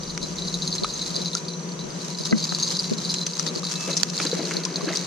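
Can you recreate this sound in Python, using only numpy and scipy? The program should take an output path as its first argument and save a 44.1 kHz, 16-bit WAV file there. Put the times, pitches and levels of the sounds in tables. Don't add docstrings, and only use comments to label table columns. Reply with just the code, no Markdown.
import sys
import numpy as np
from scipy.fft import rfft, irfft, next_fast_len
from scipy.io import wavfile
from scipy.ndimage import map_coordinates

SR = 44100
rng = np.random.default_rng(int(sys.argv[2]) if len(sys.argv) > 2 else 0)


def digitize_waveform(pressure):
    field = np.atleast_2d(pressure).T
    bounded = np.clip(field, -1, 1)
    quanta = np.round(bounded * 32767).astype(np.int16)
    wavfile.write(sys.argv[1], SR, quanta)


N = 223399


def amp(db):
    return 10 ** (np.asarray(db) / 20)


def unit(x):
    return x / np.sqrt(np.mean(x ** 2) + 1e-20)


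def along(points, hz):
    f, v = np.transpose(points)
    return np.interp(np.log(hz + 1), np.log(f + 1), v)


def wobble(knots_per_s):
    knots = rng.standard_normal(int(N * knots_per_s / SR) + 4)
    return map_coordinates(knots, [np.arange(N) * knots_per_s / SR])


def filtered(x, response):
    n = x.shape[-1]
    m = next_fast_len(2 * n)
    return irfft(rfft(x, m) * response(np.fft.rfftfreq(m, 1 / SR)), m)[..., :n]


def rush(spectrum, alike, grain_db=0):
    pair = rng.standard_normal((2, N)) * amp(grain_db * wobble(400))

    def mid_side_gain(hz):
        turn = np.arccos(np.clip(along(alike, hz), -1, 1)) / 2
        return amp(along(spectrum, hz)) * [np.cos(turn), np.sin(turn)]

    mid, side = filtered(pair, mid_side_gain)
    return unit(np.array([mid + side, mid - side]))


def fade(t, t60):
    return np.exp(-np.log(1000) * t / t60)


def swell(s, rise_s, fall_s):
    t = np.arange(N) / SR - s
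    return np.exp(-(np.minimum(t, 0) / rise_s) ** 2 - np.maximum(t, 0) / fall_s)


def humps(rows):
    t = np.arange(N) / SR
    return sum(amp(db) * np.exp(-((t - s) / length_s) ** 2) for s, db, length_s in rows)


def add(out, s, sound, pan_db=0):
    part = out[:, max(round(s * SR), 0):][:, :sound.shape[-1]]
    part += (sound * amp([[pan_db / 2], [-pan_db / 2]]))[:, :part.shape[1]]


def winding_effort_db():
    # time in seconds, relative effort in dB.
    winding = [(0.0, -37), (0.32, -33), (0.61, -32.5), (1.17, -31.5), (1.52, -43), (1.81, -50),
               (2.12, -35.5), (2.41, -30.5), (2.64, -30), (2.89, -32), (3.27, -32.5), (3.47, -31.5),
               (3.68, -32.5), (3.85, -44), (3.94, -41), (4.17, -33), (4.36, -31.5), (4.74, -38),
               (5.07, -32)]
    s, effort_db = np.transpose(winding)
    return np.interp(np.arange(N) / SR, s, effort_db)


def brief_dips(depth_db=-21):
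    # centre in seconds, half length in seconds.
    dips = [(0.186, 0.019), (0.349, 0.0063), (2.341, 0.015), (2.962, 0.0082), (3.247, .009), (3.513, 0.019),
            (3.613, 0.013), (4.06, 0.017), (4.125, 0.0076)]
    return amp(depth_db * humps([(s, 0, length_s) for s, length_s in dips]))


def clink(centre_hz, focus_db=11, scatter_db=3, port_spread=0.23):
    # frequency in Hz, relative level in dB, t60 in seconds.
    metal = [(3768, -10.5, 0.053), (4047, -9.5, 0.094), (4287, 4, 0.012), (4770, 1, 0.017),
             (5210, -14.5, 0.0091), (5960, -5.5, 0.0091), (6380, -6, 0.061), (7310, -6, 0.0083),
             (9530, -22.5, 0.065), (12200, -30, 0.04), (12860, -38, 0.05), (14400, -46, 0.04)]
    t = np.arange(SR // 20) / SR
    hz, db, t60 = np.transpose(metal)[:, :, None]
    size, detune, phase, skew = rng.standard_normal((4, len(metal), 1))
    gain = amp(db + scatter_db * size + focus_db * np.exp(-((hz - centre_hz) / 450) ** 2))
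    seat_spread_hz = 22 + 260 * np.exp(-t60 / 0.028)
    angle = 2 * np.pi * ((hz + detune * seat_spread_hz) * t + phase)
    ring = gain * fade(t, t60) * (1 - np.exp(-(t / 0.0004) ** 2))
    pair = np.array([np.sum(ring * np.sin(angle + side * port_spread * skew), 0) for side in (1, -1)])
    return pair / np.abs(pair.mean(0)).max()


def reel():
    # time in seconds, peak in dB, strongest frequency in Hz.
    jolts = [(0.033, -21.5, 4900), (0.098, -26, 4080), (0.2285, -21, 4050), (0.3845, -18.5, 3940),
             (0.4207, -20.5, 4020), (0.4498, -25, 4020), (0.476, -22.5, 4830), (0.4812, -17, 4040),
             (0.5413, -13, 4000), (0.6207, -14, 4060), (0.6759, -13.5, 4570), (0.7147, -26.5, 4100),
             (0.7263, -12.5, 4100), (0.741, -20.5, 6260), (0.752, -20, 6160), (0.7818, -19, 4150),
             (0.835, -11.5, 4100), (0.9003, -21.5, 4030), (0.9369, -20.5, 6600), (0.975, -21.5, 6400),
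             (0.993, -18.5, 3900), (1.0119, -22, 3950), (1.0173, -17.0, 3780), (1.0265, -25, 3830),
             (1.0612, -19, 4040), (1.105, -24.5, 4060), (1.1433, -20, 4060), (1.1557, -16, 4600),
             (1.1633, -15, 4400), (1.2054, -23.5, 4040), (1.216, -20.0, 4050), (1.249, -23, 4020),
             (1.2579, -13.5, 4050), (1.2668, -21, 4400), (1.28, -19, 4300), (1.331, -19, 4120),
             (1.3692, -19.5, 4100), (1.4497, -31, 4060), (1.483, -19.5, 4530), (1.503, -26.5, 4060),
             (1.5354, -27.0, 4040), (1.594, -31, 4160), (1.6315, -33, 4100), (1.6895, -29.5, 4130),
             (1.7188, -28.5, 4550), (1.7918, -23.5, 4060), (1.8097, -28.5, 4130), (1.84, -30, 4100),
             (1.9039, -28, 4670), (2.0102, -29, 4070), (2.1096, -23.5, 4060), (2.147, -25, 4180),
             (2.1865, -18.5, 4700), (2.2094, -20, 4970), (2.2517, -16.0, 4700), (2.2553, -17, 4140),
             (2.2677, -20, 4780), (2.3096, -16.5, 4180), (2.4014, -23, 4100), (2.43, -18, 4040),
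             (2.4407, -12.5, 4950), (2.4925, -14.5, 4070), (2.5005, -20, 4690), (2.511, -24.5, 4080),
             (2.548, -10, 4900), (2.5917, -20.0, 4660), (2.5994, -17.5, 4860), (2.6264, -11.5, 6300),
             (2.6319, -11, 4770), (2.6397, -29, 4000), (2.6652, -22, 4090), (2.672, -16.5, 4870),
             (2.6766, -16.5, 4980), (2.6808, -19, 5000), (2.7044, -14.5, 4160), (2.7398, -18.5, 4020),
             (2.7507, -17, 3980), (2.767, -13.5, 5000), (2.7912, -12.5, 4610), (2.7956, -12, 4590),
             (2.7992, -17, 4940), (2.842, -18.5, 4100), (2.9335, -20, 3970), (2.9842, -20.5, 3900),
             (3.0356, -22, 4050), (3.049, -17, 4100), (3.0558, -18.5, 4060), (3.0926, -20, 4370),
             (3.0979, -17, 4230), (3.103, -17, 4700), (3.1173, -18.5, 4870), (3.1618, -21.5, 4050),
             (3.184, -21.5, 3990), (3.214, -17, 4200), (3.2319, -20.0, 4240), (3.2984, -23.5, 4060),
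             (3.3343, -18.5, 4880), (3.39, -18, 4870), (3.4637, -22, 4480), (3.4743, -13.5, 4000),
             (3.486, -16, 4020), (3.5524, -18.5, 4730), (3.6318, -26, 4050), (3.642, -18, 4460),
             (3.6514, -16.5, 4000), (3.6692, -16.5, 4080), (3.755, -18.0, 3950), (3.839, -22, 4000),
             (3.9042, -21, 6440), (3.9137, -15.5, 4060), (3.9313, -14.5, 4330), (3.9356, -16.5, 4390),
             (3.9992, -17.5, 4260), (4.1499, -21.0, 4320), (4.1774, -12.5, 4570), (4.2244, -18, 4540),
             (4.2651, -15, 4400), (4.27, -14, 4640), (4.3145, -15.5, 4000), (4.39, -21, 4640),
             (4.4523, -17.5, 4570), (4.5675, -12.5, 4180), (4.6357, -20, 4060), (4.7583, -10, 4460),
             (4.9244, -19.5, 3830), (4.9579, -12.5, 4780)]
    chatter_db, uneven_db, uneven_knots_per_s = -5, 2, 28
    contacts_per_s, size_db = 560, 5.0
    flurry_db, flurry_rise_s, flurry_fall_s = -42.5, 0.0025, 0.014
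    flurry_db_per_jolt_db = 0.97
    bounce_db, bounce_gap_s = -10, 0.0046
    busy_db = -30
    low_edge_hz = 3500

    ticks, chatter = np.zeros((2, 2, N))
    shaking = amp(winding_effort_db() + chatter_db + uneven_db * wobble(uneven_knots_per_s))
    average_db = np.mean(jolts, axis=0)[1]
    for s, db, hz in jolts:
        add(ticks, s, amp(db) * clink(hz))
        delays_s = np.cumsum(bounce_gap_s * (.5 + rng.random(2)))
        for k, delay_s in enumerate(delays_s, 1):
            add(ticks, s + delay_s, amp(db + k * bounce_db) * clink(hz))
        flurry = amp(flurry_db + flurry_db_per_jolt_db * (db - average_db))
        shaking = np.hypot(shaking, flurry * swell(s + bounce_gap_s, flurry_rise_s, flurry_fall_s))
    shaking = shaking * brief_dips()

    busy = np.minimum(shaking / amp(busy_db), 1)
    for when, size, spot, chance in rng.random((int(contacts_per_s * N / SR), 4)):
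        share = busy[int(when * N)]
        if chance < share:
            contact = clink(3900 + 1100 * spot, focus_db=7.5)
            gain = amp(-size_db * np.log(size + 0.1)) / np.sqrt(share)
            add(chatter, when * N / SR, gain * contact)
    rattle = ticks + shaking * unit(chatter)
    return filtered(rattle, lambda hz: 1 / np.hypot(1, (low_edge_hz / (hz + 1)) ** 10))


def line():
    # frequency in Hz, relative density in dB per Hz.
    hiss = [(300, -32), (900, 2), (1300, -1.5), (2000, -2), (3000, -1.5), (4500, 5), (6500, 8), (8000, -5),
            (9700, -10), (11000, -27), (12800, -13), (14500, -44)]
    # centre in seconds, level in dB before the trim, half length in seconds.
    tugs = [(.76, -39, 0.011), (1.07, -40.5, 0.013), (1.37, -41.5, 0.033), (2.06, -44, 0.086),
            (2.265, -38.5, 0.017), (2.72, -31.5, 0.017), (3.14, -46, 0.014), (3.72, -38, 0.017),
            (3.87, -38.5, 0.2), (4.22, -34, 0.059), (4.52, -39, 0.071), (4.96, -39.5, 0.051)]
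    trim_db, running_db, effort_slope, tighten_db_per_s = 6, -49, 1.49, 1
    t = np.arange(N) / SR
    effort_db = winding_effort_db()
    effort_change_db = effort_slope * (effort_db - effort_db.mean())
    running = amp(running_db + effort_change_db + tighten_db_per_s * (t - t.mean()))
    level = np.hypot(running * brief_dips(), humps(tugs))
    return amp(trim_db) * level * rush(hiss, [(1000, 0.2)], grain_db=4.0)


def boat():
    # frequency in Hz, mean level in dB rms.
    engine = [(155.4, -48), (161.5, -42), (174.3, -40.5), (183, -43.5), (257.1, -61.5), (366.1, -52),
              (484.5, -52.5), (604.9, -63.5), (968.3, -58), (983.8, -58), (1209.9, -61.5)]
    # frequency in Hz, relative density in dB per Hz.
    rumble = [(25, -38), (100, -56), (125, -14.5), (165, -3), (195, -5.5), (225, -6.5), (255, -11),
              (370, -9.5), (540, -13.5), (780, -20.5), (1100, -19), (1900, -26.5), (7000, -28),
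              (11000, -48.5), (15000, -60)]
    # frequency in Hz, left-right correlation.
    air_alike = [(40, .3), (170, 1), (400, 0.68), (700, 0.027), (1200, 0.1), (9000, 0.06)]
    drift_hz, tone_wobble_db, rumble_db, rumble_wobble_db = 0.23, 2.32, -37, 1.1
    t = np.arange(N) / SR
    hum = np.zeros((2, N))
    for hz, db in engine:
        drift_cycles = np.cumsum(drift_hz * wobble(5.03)) / SR
        angle = 2 * np.pi * (hz * t + rng.random() + drift_cycles)
        level = np.sqrt(2) * amp(db + tone_wobble_db * wobble(4.126))
        hum += level * np.sin(angle + np.array([[.25], [-.25]]))
    return hum + amp(rumble_db + rumble_wobble_db * wobble(8.4)) * rush(rumble, air_alike)


def insects(level_db=-43, wobble_db=0.78):
    # frequency in Hz, relative density in dB per Hz.
    chorus = [(3300, -71), (4000, -50), (4700, -8), (5300, -20), (5900, 4.5), (6400, 0), (7100, -33),
              (9000, -50)]
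    return amp(level_db + wobble_db * wobble(7.9)) * rush(chorus, [(6000, 0.022)])


def breeze(trim_db=-2, calm_db=-64):
    # centre in seconds, level in dB before the trim, half length in seconds.
    puffs = [(.1, -46.5, 0.82), (.84, -53, .06), (1.87, -52, 0.072), (2.7, -60, 0.37)]
    air = rush([(20, -2), (65, 5), (130, -5.0), (400, -58)], [(50, 0.46)])
    return amp(trim_db) * (amp(calm_db) + humps(puffs)) * air


def snaps():
    # time in seconds, peak in dB, crackle t60 in seconds, pan L-R in dB, ring in Hz, low body in dB.
    catches = [(0.177, -12.5, 0.012, -1, 4330, 9.5), (0.8452, -15.5, 0.02, 0, 3300, 6),
               (1.3511, -5, 0.014, -1, 6600, -16), (2.383, -23, 0.023, -2, 3550, -9),
               (3.141, -10.5, 0.029, 0, 7100, 0.5), (3.266, -11, 0.036, 1, 5950, 5.5),
               (3.395, -8.5, 0.038, 4, 5760, 1.5), (3.465, -17, 0.046, 6, 3700, 7),
               (3.9687, -7.5, 0.014, 4, 5400, -2), (3.973, -7.5, 0.043, 1, 5500, -6),
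               (4.0326, 0.5, 0.011, -3.5, 4300, 6), (4.1, -17, 0.024, 3, 5430, 5.5),
               (4.6513, -9, 0.027, 4, 5460, -1.5), (4.972, -7, 0.0077, 4, 5750, -11)]
    # frequency in Hz, relative density in dB per Hz.
    snap_tone = [(60, -29), (200, -7), (450, -11), (1000, -13), (3200, -3), (4200, 3), (6200, 5.5),
                 (7800, -5), (10300, -18.5), (11700, -39), (13000, -35), (15000, -40)]
    crackle, ring_db, ring_width_hz, body_hz = 0.39, 6, 450, 3000
    out, t = np.zeros((2, N)), np.arange(-SR // 200, SR // 25) / SR
    average_db = np.mean(catches, axis=0)[1]
    for s, db, t60, pan_db, ring_hz, body_db in catches:
        shared, left, right = rng.standard_normal((3, len(t)))
        grit = shared + 1.2 * np.array([left, right])
        tail = crackle * np.sqrt(t60 / 0.012) * grit * fade(np.abs(t), t60) * (t > 0)
        push = tail + (t == 0)

        def tone(hz):
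            ring = ring_db * np.exp(-((hz - ring_hz) / ring_width_hz) ** 2)
            body = body_db / (1 + (hz / body_hz) ** 8)
            top = along([(10000, 0), (13000, db - average_db)], hz)
            return amp(along(snap_tone, hz) + ring + body + top)

        snap = filtered(push, tone)
        add(out, s + t[0], amp(db) * snap / np.abs(snap).max(), pan_db)
    return out


def fingers(leak_db=-13):
    # centre in seconds, level in dB, half length in seconds.
    scuffs = [(0.236, -29, 0.012), (0.832, -25.5, 0.015), (1.181, -36, 0.048), (1.854, -34, 0.02),
              (2.209, -29, 0.009), (2.325, -19, 0.01), (2.528, -30, 0.011), (2.922, -20.5, 0.0068),
              (3.568, -27.5, 0.0076), (4.374, -29.5, 0.011), (4.569, -28.5, 0.02), (4.845, -26, 0.015)]
    # frequency in Hz, relative density in dB per Hz.
    scuff_tone = [(50, -20), (105, -37), (140, 11), (225, 12), (280, -33), (340, 13.5), (450, 9),
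                  (660, 5.5), (820, -18), (1300, -19), (3000, -55)]
    flex, air = rush(scuff_tone, [(300, 0.0072)])
    return humps(scuffs) * (flex * [[1], [-1]] + amp(leak_db) * air)


def plips():
    # time in seconds, level in dB, starting pitch in Hz, t60 in seconds, pan L-R in dB.
    drops = [(0.8449, -11.5, 1186, 0.025, 0.5), (1.351, -23, 1316, 0.044, -7),
             (2.523, -19.5, 1190, 0.018, 4), (3.396, -23.5, 1220, 0.022, 7), (3.631, -25, 1150, 0.028, -2),
             (4.1995, -12.5, 2000, 0.0065, -4.5), (4.214, -25, 2300, 0.016, -4), (4.254, -18, 423, 0.03, 0),
             (4.3298, -7.5, 447, 0.028, -1), (4.392, -22, 620, 0.033, -6), (4.512, -23, 2130, 0.016, -3),
             (4.661, -25.5, 980, 0.044, 2), (4.809, -23, 1070, 0.028, 5), (4.872, -8.5, 290, 0.035, -1),
             (4.883, -23, 1600, 0.031, -9), (4.903, -18, 598, 0.034, -10), (4.931, -19, 1960, 0.018, -5)]
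    slap, spatter_db, slap_top_hz = 0.32, 4, 4000
    rise = 0.33
    out, t = np.zeros((2, N)), np.arange(SR // 10) / SR
    for s, db, hz, t60, pan_db in drops:
        def slap_band(f):
            low_cut = 1 / np.hypot(1, (0.53 * hz / (f + 1)) ** 4)
            return low_cut / np.hypot(1, f / hz) / (1 + (f / slap_top_hz) ** 4)

        spatter = rng.standard_normal(len(t)) * amp(spatter_db * wobble(540)[:len(t)])
        noise = unit(filtered(spatter, slap_band))
        bubble = np.sin(2 * np.pi * hz * t * (1 + rise * t / t60 / 2))
        splash = slap * (0.018 / t60) ** 2
        sound = (bubble + splash * noise) / np.hypot(1, splash)
        envelope = fade(t, max(t60, .02)) * (1 - np.exp(-t * hz))
        add(out, s, amp(db) * sound * envelope, pan_db)
    return out


def case_knocks(port_phase_rad=1.16, rocking_hz=1500):
    # time in seconds, level in dB, hardness (upper limit of the modes excited) in Hz.
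    bumps = [(2.3262, -1, 5000), (2.91, -7, 259)]
    # frequency in Hz, relative level in dB, t60 in seconds.
    case = [(218.6, -4, 0.13), (316, -14.5, 0.099), (523, -20, 0.03), (710, -21.5, 0.032),
            (1330, -15.5, 0.02), (1560, -16, 0.028), (2000, -14, 0.028), (2460, -29, 0.014)]
    out, t = np.zeros((2, N)), np.arange(SR // 6) / SR
    for s, blow_db, hard_hz in bumps:
        for hz, db, t60 in case:
            skew = np.array([[1], [-1]]) * port_phase_rad / np.hypot(1, hz / rocking_hz)
            ring = np.sin(2 * np.pi * hz * t + skew) * fade(t, t60) * (1 - np.exp(-t * hz * 2))
            add(out, s, amp(blow_db + db) * ring / (1 + (hz / hard_hz) ** 4))
    return out


def spool(squeal_hz=2622, lower_hz=1235, lower_db=-4):
    # centre in seconds, level in dB, half length in seconds.
    squeal = [(3.845, -42, 0.091), (3.94, -51, 0.32)]
    whistle = np.sin(2 * np.pi * np.cumsum(squeal_hz + 2.0 * wobble(29.7)) / SR)
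    lower = np.sin(2 * np.pi * np.cumsum(lower_hz + 60 * wobble(200)) / SR)
    return humps(squeal) * (whistle + amp(lower_db) * lower) * amp([[-1.5], [1.5]])


def bubbles(centre_hz, per_s, spread=0.35, cycles=6, size_db=3):
    out, t = np.zeros((2, N)), np.arange(SR // 30) / SR
    count = int(per_s * N / SR)
    for when, (pitch, size, pan) in zip(rng.random(count), rng.standard_normal((count, 3))):
        hz = centre_hz * np.exp(spread * pitch)
        ring = np.sin(2 * np.pi * hz * t * (1 + 3 * t)) * fade(t, cycles / hz) * (1 - np.exp(-t * hz))
        add(out, when * N / SR, amp(size_db * size) * ring, 4 * pan)
    return unit(out)


def lapping(rise_s=0.015):
    # peak time in seconds, spray drive in dB, gurgle drive in dB, drain time to 1/e in seconds.
    wavelets = [(3.89, -37, -30, 0.059), (4.21, -37, -34, 0.0077), (4.258, -35, -30, 0.018),
                (4.33, -39.5, -38.5, 0.21), (4.40, -52, -36.5, 0.068), (4.52, -37, -42, 0.016),
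                (4.56, -46.5, -43, 0.97), (4.79, -52, -35, 0.039), (4.89, -34, -33.5, 0.047)]
    # frequency in Hz, relative density in dB per Hz.
    spray_tone = [(150, -45), (500, -19), (1100, -25), (2200, 9), (3200, 6), (6000, -24), (10000, -25)]
    # frequency in Hz, relative density in dB per Hz.
    gurgle_tone = [(80, -55), (150, -33), (280, 9), (450, 0), (620, 2), (780, -19), (2000, -42),
                   (6000, -70)]
    spray = amp(-8) * rush(spray_tone, [(1000, 1.0)], grain_db=-1.0)
    fizz = amp(-3) * bubbles(centre_hz=1830, per_s=900, spread=0.29)
    droplets = amp(-7.0) * bubbles(centre_hz=1760, per_s=160, spread=0.302, cycles=30)
    gurgle = amp(-7) * rush(gurgle_tone, [(400, 1.0)])
    glugs = amp(-2) * bubbles(centre_hz=433, per_s=420, spread=0.28, cycles=9.8)
    high, low = spray + fizz + droplets, gurgle + glugs
    return sum(swell(s, rise_s, drain_s) * (amp(high_db) * high + amp(low_db) * low)
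               for s, high_db, low_db, drain_s in wavelets)


def trickle():
    # centre in seconds, level in dB, half length in seconds.
    drain = [(4.55, -50, 0.27)]
    return humps(drain) * bubbles(centre_hz=620, per_s=340, spread=0.46, cycles=11, size_db=2)


def water(lowest_hz=210):
    bank = plips() + lapping() + trickle()
    return filtered(bank, lambda hz: 1 / np.hypot(1, (lowest_hz / (hz + 1)) ** 4))


def scene():
    tackle = reel() + line() + snaps() + spool()
    hands = fingers() + case_knocks()
    return tackle + hands + water() + boat() + insects() + breeze()


def record(dry, top_hz=15400):
    # frequency in Hz, left minus right in dB.
    ports = [(60, 1.5), (350, 3.5), (700, 3), (1300, 2.5), (2600, 0), (4500, 1), (5600, 4), (6600, -2),
             (8000, -5), (9600, -12.5), (11000, 7), (14500, -8)]
    coloured = filtered(dry, lambda hz: amp(np.array([[.5], [-.5]]) * along(ports, hz)))
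    return filtered(np.clip(coloured, -1, 1), lambda hz: hz < top_hz)


dry = scene()
out = record(dry)
digitize_waveform(out)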